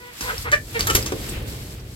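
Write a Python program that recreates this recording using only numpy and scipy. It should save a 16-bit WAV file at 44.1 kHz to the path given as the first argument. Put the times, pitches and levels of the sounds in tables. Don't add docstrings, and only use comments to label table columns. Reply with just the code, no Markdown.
import sys
import numpy as np
from scipy import signal
from scipy.fft import rfft, irfft
from scipy.io import wavfile

SR = 44100
rng = np.random.default_rng(int(sys.argv[2]) if len(sys.argv) > 2 else 0)


def to_wav(s):
    ch = np.atleast_2d(s).T
    pcm = np.round(np.clip(ch, -1, 1) * 32767)
    wavfile.write(sys.argv[1], SR, pcm.astype(np.int16))


N = 85995
T = np.arange(N) / SR


def amp(db):
    return 10 ** (np.asarray(db) / 20)


def unit(x):
    return x / np.sqrt(np.mean(x ** 2) + 1e-18)


def fader(points):
    return amp(np.interp(T, *np.array(points).T))


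def colour(points, hz):
    f, db = np.array(points).T
    return amp(np.interp(np.log(np.maximum(hz, 1)), np.log(f), db))


def bell(hz, centre, width):
    return 1 / (1 + ((hz - centre) / width) ** 2)


def eq(x, gain):
    size = 4096
    cepstrum = irfft(np.log(gain(np.fft.rfftfreq(size, 1 / SR)) + 1e-7))
    cepstrum[1:size // 2] *= 2
    cepstrum[size // 2 + 1:] = 0
    return signal.fftconvolve(x, irfft(np.exp(rfft(cepstrum))))[:N]


def wobble(rate_hz):
    return unit(np.interp(T * rate_hz, np.arange(N), rng.standard_normal(N)))


def grains(spread_db, grain_samples=14):
    noise = rng.standard_normal(N)
    gains = amp(spread_db * rng.standard_normal(N // grain_samples + 1))
    return unit(noise * np.repeat(gains, grain_samples)[:N])


def wide(make, side_db):
    return make() + amp(side_db) * make() * np.array([[1], [-1]])


def swell(start, length):
    return np.sin(np.pi * np.clip((T - start) / length, 0, 1))


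def hen():
    # (start [s], length [s], pitch [Hz], level [dB], roughness [0-1], beak resonance [Hz], its lift [dB])
    calls = [(-.04, .19, 489.4, -45.5, 0.1, 1000, 10.5), (0.203, 0.14, 492.4, -34.5, 0.4, 1070, 16),
             (0.27, 0.058, 504, -27.5, 0.87, 1360, 20), (0.309, 0.038, 502.3, -39, 0.73, 496, 22),
             (0.438, 0.072, 501, -30.5, 0.71, 1190, 15.5), (0.52, 0.032, 570.2, -14.5, 0.31, 1574, 11),
             (.742, 0.042, 456.6, -26.5, 0.14, 1710, -2), (.866, 0.061, 449, -23.5, 0.2, 1250, 25)]
    # (frequency [Hz], level [dB])
    throat = [(250, -35), (450, 0.5), (600, -0.5), (800, -0.5), (1150, -9), (1400, -1.5), (2100, 6.5),
              (3000, -8), (4500, -16), (8000, -45), (16000, -72)]
    arch, sag, jitter = .025, .018, .116
    beak_width_hz = 280
    out = np.zeros(N)
    for start, length, hz, db, rough, beak_hz, lift_db in calls:
        progress = np.clip((T - start) / length, 0, 1)
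        bend = arch * (np.sin(np.pi * progress) - np.pi / 4) - sag * (progress - .5)
        pitch = hz * (1 + bend + jitter * rough * wobble(rate_hz=255.8))
        phase = 2 * np.pi * np.cumsum(pitch) / SR
        voiced = (progress > 0) & (progress < 1)
        buzz = np.zeros(N)
        buzz[voiced] = unit(np.cos(np.outer(phase[voiced], np.arange(1, 21))).sum(axis=1))
        rasp = 1.5 * rough * rng.standard_normal(N) * (1 + np.cos(phase))
        voice = (buzz + rasp) * swell(start, length)
        call = eq(voice, lambda f: colour(throat, f) * amp(lift_db * bell(f, beak_hz, beak_width_hz)))
        out += amp(db) * unit(call) * np.sqrt(length * SR / N)
    return np.array([out, out])


def pen(x, wet_db, t60_s):
    left_lead_s, damping_hz = .00027, 10200
    late_right = np.pad(x[1], (int(left_lead_s * SR), 0))[:N]
    fade_in = np.clip(T / .00063 - .5, 0, 1)
    out = []
    for direct in (x[0], late_right):
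        tail = rng.standard_normal(N) * amp(-60 * T / t60_s) * fade_in
        tail = eq(tail / np.linalg.norm(tail), lambda f: bell(f, 0, damping_hz))
        out.append(direct + amp(wet_db) * signal.fftconvolve(direct, tail)[:N])
    return np.array(out)


def straw():
    # (frequency [Hz], level [dB])
    tone = [(300, -31), (700, 0), (2300, 2.5), (5000, 0.5), (6200, -3.5), (8000, 0.5), (9800, -9),
            (11700, 1.5), (13000, -6.5), (16000, -11)]
    # (time [s], relative level [dB])
    crunch_ride = [(0, -55), (.3, -38), (.63, -56), (.8, -37.5), (1.15, -42.5), (1.35, -41.5),
                   (1.65, -49.5), (1.95, -54.5)]
    # (time [s], relative level [dB])
    swish_ride = [(0, -54), (.11, -53.5), (.23, -36), (.35, -42.5), (.43, -39.5), (.47, -49.5), (.62, -50),
                  (.76, -43), (.8, -43), (.97, -33.5), (1.08, -45.5), (1.32, -40), (1.38, -51),
                  (1.455, -51.5), (1.49, -42), (1.55, -47), (1.73, -48), (1.8, -57.5), (1.95, -50.5)]
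    # (start [s], length [s], squeak centre [Hz], level [dB])
    slides = [(1.288, 0.019, 8260, -30.5), (1.302, 0.089, 2450, -37.5), (1.789, 0.026, 5240, -48)]
    crossover_hz, flutter_db = 3840, .8

    def crackle(gain):
        return wide(lambda: eq(grains(spread_db=3), gain), side_db=1.0)

    def lows(f):
        return 1 / np.sqrt(1 + (f / crossover_hz) ** 10)

    crunch = crackle(lambda f: colour(tone, f) * lows(f)) * fader(crunch_ride)
    swish = crackle(lambda f: colour(tone, f) * np.sqrt(1 - lows(f) ** 2)) * fader(swish_ride)
    out = 2 * (crunch + swish) * amp(flutter_db * wobble(rate_hz=43.7))
    for start, length, hz, db in slides:
        out += amp(db) * swell(start, length) * unit(crackle(lambda f: bell(f, hz, width=850)))
    return out


def microphone_rumble():
    # (frequency [Hz], level [dB])
    air_tone = [(20, -26), (38, 2), (60, 3.5), (90, -0.5), (116, 5.5), (150, -8), (250, -17), (4000, -100)]
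    # (time [s], level [dB])
    air_ride = [(0, -53), (.18, -55), (.23, -37.5), (.42, -35), (.57, -33), (.68, -41.5), (.9, -25.5),
                (1.1, -34), (1.45, -31.5), (1.6, -34), (1.95, -38.5)]
    # (frequency [Hz], level [dB])
    case_tone = [(60, -9), (160, -0.5), (205, 3), (245, -2), (290, 1), (450, -1), (600, -7.5), (800, -14),
                 (1500, -34), (5000, -30)]
    # (time [s], level [dB])
    hand_ride = [(0, -50), (.19, -55), (.25, -47), (.74, -44.5), (.8, -35), (.97, -36.5), (1.08, -36.5),
                 (1.42, -36.5), (1.55, -40.5), (1.95, -48)]
    # (start [s], length [s], pitch [Hz], level [dB])
    puffs = [(.789, .014, 164, -27.5), (0.812, 0.033, 88, -25.5), (0.947, 0.015, 66, -13),
             (1.122, 0.032, 107, -25), (1.355, 0.034, 51.7, -24.5), (1.397, 0.054, 50, -26.5)]

    def noise(tone):
        return unit(eq(rng.standard_normal(N), lambda f: colour(tone, f)))

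    air = wide(lambda: noise(air_tone), side_db=-29.5) * fader(air_ride)
    hand = wide(lambda: noise(case_tone), side_db=-9.5) * fader(hand_ride)
    for start, length, hz, db in puffs:
        air += amp(db) * swell(start, length) * np.sin(2 * np.pi * hz * (T - start))
    return air + hand


def wings_and_claws():
    # (start [s], relative level [dB], decay [s], bright peak [Hz], its lift [dB])
    scuffs = [(0.208, -31, 0.015, 4730, 4), (0.5165, -28.5, 0.022, 4700, 1),
              (0.793, -29.5, 0.037, 4270, 3.5), (0.87, -23, 0.01, 12050, 12.5),
              (0.8989, -23, 0.0096, 2950, 12), (.909, -28.5, 0.0054, 7360, 9),
              (0.95, -18, 0.015, 11900, 14), (0.952, -18.5, 0.0053, 4190, 9.5),
              (0.958, -44, 0.0048, 12350, 5), (0.968, -30, 0.019, 4260, -21), (1.06, -30, 0.017, 4350, -1),
              (1.121, -33.5, 0.0072, 1200, 12)]
    # (frequency [Hz], level [dB])
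    tone = [(100, -2), (400, 6), (750, -0.5), (2000, 6.5), (4000, 0.5), (6200, 6), (8000, -1.5),
            (10000, 1.5), (11700, -5.5), (13000, -8), (16000, -10)]
    attack_s, spike_s, spike_db, right_over_left_db = .00036, .0011, -2.5, 1.5
    out = np.zeros(N)
    for start, db, decay, hz, lift_db in scuffs:
        age = np.maximum(T - start, 0)
        spike = amp(spike_db) * np.exp(-age / spike_s)
        envelope = np.minimum(age / attack_s, 1) * (np.exp(-age / decay) + spike)
        crackle = grains(spread_db=4) * envelope
        burst = eq(crackle, lambda f: colour(tone, f) * amp(lift_db * bell(f, hz, hz * .072)))
        out += 2.062 * amp(db) * unit(burst) * np.sqrt(np.mean(envelope ** 2))
    return out * amp(np.array([[-.5], [.5]]) * right_over_left_db)


def stalk_snaps():
    # (start [s], level [dB], ring [Hz], decay [s])
    snaps = [(0.3805, -16.5, 5370, 0.0012), (0.8077, -6, 4710, 0.0015), (1.0265, -13.5, 4970, 0.00085)]
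    out = np.zeros(N)
    for start, db, hz, decay in snaps:
        age = np.maximum(T - start, 0)
        crack = np.sin(2 * np.pi * hz * age) + rng.standard_normal(N) / 2
        out += amp(db) * crack * (age > 0) * np.exp(-age / decay)
    return np.array([out, out])


def perch():
    # (start [s], relative level [dB])
    knocks = [(0.901, -21), (.951, -21), (0.977, -22.5), (1.1199, -17.5)]
    # (frequency [Hz], relative level [dB], time to fall 60 dB [s])
    modes = [(297.4, -3, 0.22), (363, 0.5, 0.16), (443, -4, 0.21), (528, -0.5, 0.13), (619, -6, 0.11),
             (744, -7, 0.069), (985, -9, 0.057), (1473, -5, 0.032)]
    out = np.zeros(N)
    for start, db in knocks:
        age = np.maximum(T - start, 0)
        for k, (hz, mode_db, t60) in enumerate(modes):
            polarity = (-1) ** (k // 2)
            envelope = amp(db + mode_db + rng.standard_normal() - 60 * age / t60)
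            out += polarity * envelope * np.sin(2 * np.pi * hz * age) / 2
    return np.array([out, out])


def scene():
    voice = pen(hen(), wet_db=-4, t60_s=.14)
    scuffle = pen(wings_and_claws() + stalk_snaps() + perch(), wet_db=-4, t60_s=.11)
    return voice + scuffle + straw() + microphone_rumble()


def record(dry):
    top_hz = 16000
    high_cut = signal.ellip(12, .2, 80, top_hz, fs=SR, output="sos")
    return signal.sosfilt(high_cut, np.clip(dry, -1, 1))


dry = scene()
out = record(dry)
to_wav(out)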